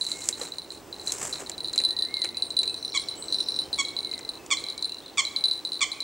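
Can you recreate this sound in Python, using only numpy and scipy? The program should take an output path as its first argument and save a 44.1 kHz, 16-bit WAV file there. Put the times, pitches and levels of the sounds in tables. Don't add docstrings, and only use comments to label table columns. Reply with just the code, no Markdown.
import sys
import numpy as np
from scipy import signal
from scipy.fft import rfft, irfft, next_fast_len
from scipy.io import wavfile
from scipy.ndimage import map_coordinates

SR = 44100
rng = np.random.default_rng(int(sys.argv[2]) if len(sys.argv) > 2 else 0)


def waveform_to_disk(signal):
    frames = np.transpose(np.atleast_2d(signal))
    scaled = np.clip(frames, -1, 1) * 32767
    samples = np.round(scaled).astype(np.int16)
    wavfile.write(sys.argv[1], SR, samples)


N = 265923


def amp(db):
    return 10 ** (np.asarray(db) / 20)


def unit(x):
    return x / np.sqrt(np.mean(x ** 2) + 1e-20)


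def fade(t, t60):
    return np.exp(-np.log(1000) * t / t60)


def seconds(length):
    return np.arange(int(length * SR)) / SR


def along(points, hz):
    f, v = np.transpose(points)
    return np.interp(np.log(hz + 1), np.log(f + 1), v)


def over_time(points):
    return np.interp(np.arange(N) / SR, *np.transpose(points))


def left_right(db):
    return amp(np.outer([.5, -.5], db))


def wobble(rate):
    knots = rng.standard_normal(int(N * rate / SR) + 4)
    return map_coordinates(knots, [np.arange(N) * rate / SR])


def filtered(x, response):
    m = next_fast_len(N + SR // 2)
    return irfft(rfft(x, m) * response(np.fft.rfftfreq(m, 1 / SR)), m)[..., :N]


def add(track, s, sound):
    part = track[..., max(round(s * SR), 0):][..., :sound.shape[-1]]
    part += sound[..., :part.shape[-1]]


def noise(spectrum, alike):
    def mid_side(hz):
        turn = np.arccos(np.clip(along(alike, hz), -1, 1)) / 2
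        return amp(along(spectrum, hz)) * [np.cos(turn), np.sin(turn)]

    mid, side = filtered(rng.standard_normal((2, N)), mid_side)
    return unit(np.array([mid + side, mid - side]))


def echo(x, t60s, delay, build, width=0.19):
    hz, _, z = signal.stft(rng.standard_normal((2, SR)), SR, nperseg=256)
    t = np.linspace(0, 1, z.shape[-1])
    shaped = z * fade(t, along(t60s, hz)[:, None]) * (1 - np.exp(-t / build))
    tail = signal.istft(shaped, SR, nperseg=256)[1]
    tail = tail / np.linalg.norm(tail[0])
    late = np.pad(x, (int(delay * SR), 0))[None]
    mid, side = signal.oaconvolve(late, tail, axes=1)[:, :N]
    return np.array([mid + width * side, mid - width * side])


# (frequency [Hz], level [dB per Hz])
AIR_COLOUR = [(20, -44), (35, -18), (65, -8.5), (210, -10), (330, -1), (600, -8.5), (880, -9), (1500, -17),
              (3000, -20), (4000, -23), (5200, -21.5), (8500, -24.5), (10900, -32.5), (15000, -29.5)]
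# (frequency [Hz], left-right likeness [share])
AIR_ALIKE = [(30, 0.46), (120, 0.84), (300, 0.95), (1000, 0.95), (4000, 1), (8000, 0.7), (13000, 1)]
# (frequency [Hz], left minus right level [dB])
AIR_LEAN = [(40, 10), (90, -0.5), (180, 4), (330, -7.5), (700, 1), (1400, -0.5), (3000, 0.5)]
# (time [s], gain [dB])
HUM_GAIN = [(0, 1), (2.2, 2.65), (4, 2.5), (5.2, -1.5)]
AIR_DB = -48


def countryside(corner_hz=800):
    air = noise(AIR_COLOUR, AIR_ALIKE) * amp(AIR_DB + 0.82 * wobble(3.41))
    air = filtered(air, lambda hz: left_right(along(AIR_LEAN, hz)))
    hum = filtered(air, lambda hz: 1 / (1 + (hz / corner_hz) ** 2))
    return air - hum + hum * amp(over_time(HUM_GAIN))


# (time of the peak [s], rise time constant [s], swish level [dB], rub level [dB])
SLEEVE_STROKES = [(.115, 0.14, -39.5, -54), (.275, 0.099, -35.5, -59), (0.416, 0.024, -36.5, -40.5),
                  (.715, 0.02, -50, -74), (1.075, 0.015, -34, -51.5), (1.257, 0.094, -32.5, -40.5),
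                  (1.405, 0.082, -42.5, -44.5)]
# (frequency [Hz], level [dB per Hz])
SWISH_COLOUR = [(1400, -17.5), (2400, -11.5), (3800, -16), (5500, -8.5), (7600, 2.5), (8800, -5.5),
                (10700, -17), (12500, -22), (15000, -30)]
# (frequency [Hz], level [dB per Hz])
RUB_COLOUR = [(25, -20), (60, 5), (120, -2), (450, 7.5), (900, 5), (1400, 3.5), (2200, 0.5), (4000, -18)]
RELEASE_S = 0.052


def clothing(grain_db=4.0, crackle_db=-2, rate=130):
    peak, rise, swish, rub = np.transpose(SLEEVE_STROKES)[..., None]
    t = np.arange(N) / SR - peak
    speed = np.exp(np.minimum(t / rise, -t / RELEASE_S))

    def level(db):
        return np.linalg.norm(amp(db) * speed, axis=0)

    catches = unit(amp(grain_db * wobble(350)))
    sliding = level(swish) * noise(SWISH_COLOUR, [(4000, 0.99)])
    sliding = sliding + level(rub) * noise(RUB_COLOUR, [(500, 0.99)])
    creases = (rng.random(N) < rate / SR) * rng.exponential(size=N)
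    snaps = unit(signal.oaconvolve(creases, fade(seconds(.01), 0.0069))[:N])
    colour = [(400, -12), (1500, -2), (2800, -3), (6000, -1), (12000, -33)]
    crackle = snaps * noise(colour, [(2000, 0.98)])
    return catches * sliding + level(rub + crackle_db) * crackle


PRESS_HZ = 406
PRESS_S = .0006


def main_ring(t, t60, press_s=PRESS_S):
    hz = 3998 + PRESS_HZ * np.exp(-t / press_s)
    return np.sin(2 * np.pi * np.cumsum(hz) / SR) * fade(t, t60) * (1 - np.exp(-t / press_s))


def clink(t, hz=4230, t60=0.012):
    return np.sin(2 * np.pi * hz * t) * fade(t, t60) * (1 - np.exp(-t / 0.00059))


FIRM_DB = -18
RING_S, RING_GROWS = 0.046, 0.033


def ring_time(db):
    return RING_S * np.exp(RING_GROWS * (db - FIRM_DB))


# (time [s], strength [dB])
STRIKES_ON_SHELL = [(0.011, -14), (0.066, -19), (0.1165, -19.5), (0.2189, -26.5), (0.3268, -21),
                    (0.414, -23), (0.5206, -26), (0.584, -20.5), (0.7042, -25), (0.9272, -26.5),
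                    (0.9968, -28.5), (1.073, -18), (1.3268, -19.5), (1.4622, -29.5), (1.5169, -25.5),
                    (1.58, -24.5), (1.605, -22), (1.6452, -19), (1.6836, -22.5), (1.735, -20), (1.778, -11),
                    (1.7883, -13.5), (1.8377, -13.5), (1.8499, -9), (1.9071, -17.5), (1.966, -18.5),
                    (1.9886, -17), (2.0229, -14), (2.141, -20.5), (2.1685, -19), (2.218, -12),
                    (2.2895, -22.5), (2.37, -19), (2.4225, -14.5), (2.5046, -21.5), (2.5673, -11.5),
                    (2.59, -9.5), (2.6307, -16), (2.677, -16), (2.7427, -23), (2.8266, -22.5),
                    (2.8483, -18.5), (2.9308, -24), (2.974, -14.5), (2.9967, -20.5), (3.086, -20.5),
                    (3.2238, -25), (3.2829, -22), (3.3247, -15), (3.3446, -14), (3.4032, -15), (3.486, -15),
                    (3.542, -20), (3.5623, -18), (3.589, -14.5), (3.7294, -14.5), (3.804, -25),
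                    (3.8496, -18.5), (3.9655, -18), (3.9889, -21.5), (4.0297, -22.5), (4.0474, -20),
                    (4.1135, -21), (4.1785, -26), (4.2494, -30.5), (4.2909, -20), (4.571, -19.5),
                    (4.6393, -22.5), (4.6859, -20), (4.7786, -24), (4.825, -18), (4.855, -24),
                    (4.8942, -27.5), (4.9202, -23), (4.9443, -24.5), (5.0609, -31), (5.251, -18.5),
                    (5.3625, -14.5), (5.4395, -9.5), (5.4825, -17.5), (5.5119, -13.5), (5.6502, -17),
                    (5.7195, -19), (5.7319, -20), (5.755, -21.5), (5.9171, -18), (6.004, -19.5)]
FLIGHT_S = .018
FIRST_LOSS_DB, LOSS_DB = 6.5, 4.5
HARD_LOSS = 0.24


def contacts(count=4, uneven=.3, spread_db=2.6, damping=0.49):
    rows = []
    ends = [row[0] for row in STRIKES_ON_SHELL[1:]] + [N / SR]
    for (s, db), end in zip(STRIKES_ON_SHELL, ends):
        flight, force, grip = rng.standard_normal((3, count))
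        times = s + np.cumsum(FLIGHT_S * np.exp(uneven * flight))
        first = db - FIRST_LOSS_DB - HARD_LOSS * (db - FIRM_DB)
        levels = first - LOSS_DB * np.arange(count) + spread_db * force
        lives = ring_time(levels) * np.exp(damping * grip)
        rows.append((s, db, ring_time(db)))
        rows += [row for row in zip(times, levels, lives) if row[0] < end - FLIGHT_S / 2]
    return rows


# (frequency [Hz], level relative to the strike [dB], t60 [s])
SHELL_MODES = [(3722, -23.5, 0.085), (8847, -24, 0.057), (10265, -31.5, 0.052)]


def rattle(shake, rate=260, rattle_db=-21, upper_db=10):
    t = seconds(.15)
    taps = (rng.random(N) < rate / SR) * rng.standard_normal(N) * shake
    shell = sum(amp(db + upper_db) * np.sin(2 * np.pi * hz * t) * fade(t, life)
                for hz, db, life in SHELL_MODES)
    return amp(rattle_db) * signal.oaconvolve(taps, main_ring(t, 0.026) + clink(t) + shell)[:N]


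# (time [s], left minus right level [dB])
BELL_SIDE = [(0, -1.5), (2, 0), (6, 1)]


def bell(clink_db=-5.5, tick_db=-26.0, tick_spread_db=4.5, scatter_db=4, detune=0.0025, settle=0.2,
         chatter=0.46, light_clink=0.15, press_spread=.3):
    ring, ticks, shake = np.zeros((3, N))
    t = seconds(.2)
    hits = contacts()
    gaps = np.diff([row[0] for row in hits], append=N / SR)
    for (s, db, t60), gap in zip(hits, gaps):
        place, force, click, press = rng.standard_normal(4)
        stopped = np.exp(-np.maximum(t - gap, 0) / 0.0013)
        add(ring, s, amp(db) * main_ring(t, t60, PRESS_S * np.exp(press_spread * press)) * stopped)
        clink_level = db + clink_db + light_clink * (FIRM_DB - db) + 2 * force
        add(ring, s, amp(clink_level) * clink(t * (1 + 0.024 * place)))
        for hz, level, life in SHELL_MODES:
            size, shift, damping = rng.standard_normal(3)
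            mode = np.sin(2 * np.pi * hz * (1 + detune * shift) * t) * fade(t, life * np.exp(.3 * damping))
            add(ring, s, amp(db + level + scatter_db * size) * mode)
        add(ticks, s, amp(0.83 * db + tick_db + tick_spread_db * click) * fade(t, 0.019))
        add(shake, s, amp(db) * fade(t, settle))
    colour = [(500, -15), (2500, -10), (4500, 10.0), (6000, 9.5), (8200, 12.0), (10000, 3), (15000, -26)]
    tick = ticks * noise(colour, [(4000, 0.85)])
    graze = np.exp(chatter * (.5 * wobble(260) + 1j * wobble(260)))
    fluttering = np.real(signal.hilbert(ring, next_fast_len(N))[:N] * graze)
    jingle = fluttering + rattle(shake)
    tail = amp(-13.5) * echo(jingle, [(4000, 0.064)], delay=0.0015, build=0.00065, width=0.14)
    return left_right(over_time(BELL_SIDE)) * (jingle + tick + tail)


# (time [s], length [s], crest pitch [Hz],
# glide over the note [share], arch [share], level [dB], warble [share])
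SONG_NOTES = [(0.101, .15, 2170, 0, 0.05, -54, 0.0046), (1.851, 0.23, 1890, -0.0016, 0.11, -60.5, 0.0034),
              (2.062, 0.19, 2163, -0.068, 0.11, -50, .003), (2.335, .06, 2560, .2, .04, -58, 0.044),
              (2.41, .1, 8700, -.025, 0.053, -53, .003), (2.65, .09, 8550, -.035, .015, -53, .008),
              (2.675, .035, 2633, .06, 0.13, -56, .01), (2.752, 0.38, 5440, -.07, -.08, -55, .056),
              (3.056, .22, 3036, -.03, .04, -65, 0.019), (3.163, 0.092, 8150, .015, 0.088, -46, .014),
              (3.246, 0.4, 5474, -0.1, -.02, -53, 0.064), (3.602, .08, 3110, .055, .03, -61.5, 0.011),
              (4.023, 0.18, 2100, -.13, -0.012, -58, .005), (4.324, 0.137, 2620, -0.07, .03, -65, .01),
              (4.877, 0.089, 2740, 0.055, .01, -61.5, 0.022), (5.011, 0.077, 3740, 0.052, 0.2, -56, .01),
              (5.94, .09, 2412, -0.11, 0.00056, -56.5, 0.0055)]
# (frequency [Hz], t60 [s])
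BANK_ECHO = [(300, 1), (2200, 0.75), (4000, 0.57), (8000, 0.45), (14000, 0.12)]


def songbirds(level_db=1.5):
    song, warble = np.zeros(N), wobble(900)
    for s, length, hz, glide, arch, db, depth in SONG_NOTES:
        u = seconds(length) / length
        tune = hz * (1 + glide * (u - .5) - arch * (2 * u - 1) ** 2)
        pitch = tune * (1 + depth * warble[int(s * SR):][:len(u)])
        whistle = np.sin(2 * np.pi * np.cumsum(pitch) / SR) * np.abs(np.sin(np.pi * u)) ** .5
        add(song, s, amp(db + level_db) * unit(whistle))
    return song + amp(-5) * echo(song, BANK_ECHO, delay=.005, build=.003)


# (time [s], click level [dB], knock relative to click [dB])
TACKLE_CLICKS = [(0.2878, -5.5, -28), (1.1204, -8, -42), (1.183, -23, -21), (1.2469, -26, -12),
                 (1.496, -17.5, -20), (1.7305, -22.5, -22), (1.7589, -19, -18.5), (1.8012, -22.5, -11.5),
                 (2.245, -19.5, -9), (2.6321, -23, -13), (4.128, -34.5, -4.5), (4.191, -26, -14),
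                 (4.462, -27.5, -24)]
# (frequency [Hz], level [dB])
SNAP_COLOUR = [(1500, -31), (3000, -3.5), (5500, 3), (7500, 12.5), (9000, 2.5), (12000, -10.5),
               (16000, -31)]
# (frequency [Hz], level [dB])
DULL_COLOUR = [(100, -34), (400, 15.5), (900, 4.5), (2500, 13.5), (5000, -17)]


def tackle(level_db=-3):
    snaps, knocks, t = np.zeros(N), np.zeros(N), seconds(.1)
    for s, db, knock in TACKLE_CLICKS:
        snap = (fade(t, 0.012) + 0.076 * fade(t, 0.1)) * (1 - np.exp(-t / 0.0006))
        add(snaps, s, amp(db + level_db) * snap)
        add(knocks, s, amp(db + knock + level_db) * fade(t, 0.065))
    return snaps * noise(SNAP_COLOUR, [(4000, 0.96)]) + knocks * noise(DULL_COLOUR, [(1000, 0.95)])


# (time [s], level [dB], pitch [Hz])
SOFT_BUMPS = [(.413, -25.5, 487), (1.421, -27, 385)]
BUMP_S = 0.044


def bumps(attack_s=0.0018, thud_db=-8):
    note, push, t = np.zeros(N), np.zeros(N), seconds(.1)
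    for s, db, hz in SOFT_BUMPS:
        shape = amp(db) * fade(t, BUMP_S) * (1 - np.exp(-t / attack_s))
        add(note, s, shape * np.sin(2 * np.pi * hz * t))
        add(push, s, shape)
    colour = [(100, -12), (450, 0), (1000, -8), (3000, -22), (6000, -50)]
    return note + amp(thud_db) * push * noise(colour, [(500, 0.89)])


# (time [s], pitch [Hz], level [dB], stutter [0-1: from one even note to separate yelps])
COOT_CALLS = [(2.941, 1127, -23.5, 0.83), (3.779, 1126, -21, 0.34), (4.504, 1143, -18, 0.91),
              (5.173, 1144, -17, 0.92), (5.807, 1140, -18, 1)]
# (delay [s], length [s], pitch shift [share], level [dB])
CALL_BURSTS = [(0, 0.0047, 0.066, -8.5), (.0068, .0078, 0, -1), (0.0146, .012, .003, -0.5),
               (0.024, 0.014, -0.082, -5.5)]
# (frequency [Hz], level [dB])
THROAT_COLOUR = [(1100, -7.5), (2250, 1), (3350, 2), (4500, -6), (5700, -7.5), (6900, -4), (8000, -5),
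                 (9200, -20), (11000, -44)]
# (frequency [Hz], left minus right level [dB])
COOT_SIDE = [(1100, -2.5), (3400, -1), (7500, -6)]


def coot(arch=0.074, rough=0.011, near_db=-11, wet_db=-21, swell=0.5):
    calls, jitter = np.zeros((2, N)), wobble(900)
    order = np.arange(1, 10)[:, None]
    delay, length, shift, burst_db = np.transpose(CALL_BURSTS)[..., None]
    t = seconds(np.max(delay + length))
    u = np.clip((t - delay) / length, 0, 1)
    bursts = amp(burst_db) * np.abs(np.sin(np.pi * u)) ** swell
    loudness = bursts.sum(axis=0)
    bends = shift + arch * (.15 - (2 * u - 1) ** 2)
    swing = np.sum(bursts * bends, axis=0) / (loudness + 1e-6)
    even = np.abs(np.sin(np.pi * np.interp(t, [delay[1, 0], t[-1]], [0, 1]))) ** swell
    for s, hz, db, stutter in COOT_CALLS:
        pitch = hz * (1 + stutter * swing + rough * jitter[int(s * SR):][:len(t)])
        overtones = np.sin(2 * np.pi * order * np.cumsum(pitch) / SR)
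        pulses = np.sum(amp(along(THROAT_COLOUR, order * pitch)) * overtones, axis=0)
        effort = stutter * loudness + (1 - stutter) * even
        call = amp(db) * unit(pulses) * effort
        near_shore = echo(call, [(3000, 0.23)], delay=0.011, build=0.0018, width=0.36)
        add(calls, s, call)
        add(calls, s, amp(near_db) * near_shore)
        add(calls, s, amp(wet_db) * echo(call, BANK_ECHO, delay=.03, build=0.05))
    return filtered(calls, lambda hz: left_right(along(COOT_SIDE, hz)))


def scene():
    return countryside() + clothing() + bell() + songbirds() + tackle() + bumps() + coot()


WHINE_HZ, TOP_HZ = 15625, 15850


def record(dry, whine_db=-69):
    t = np.arange(N) / SR
    buzz = 1 + .7 * np.cos(2 * np.pi * 50 * t)
    whine = amp(whine_db) * unit(buzz * np.sin(2 * np.pi * WHINE_HZ * t))
    return filtered(dry + whine, lambda hz: hz < TOP_HZ)


dry = scene()
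out = record(dry)
waveform_to_disk(out)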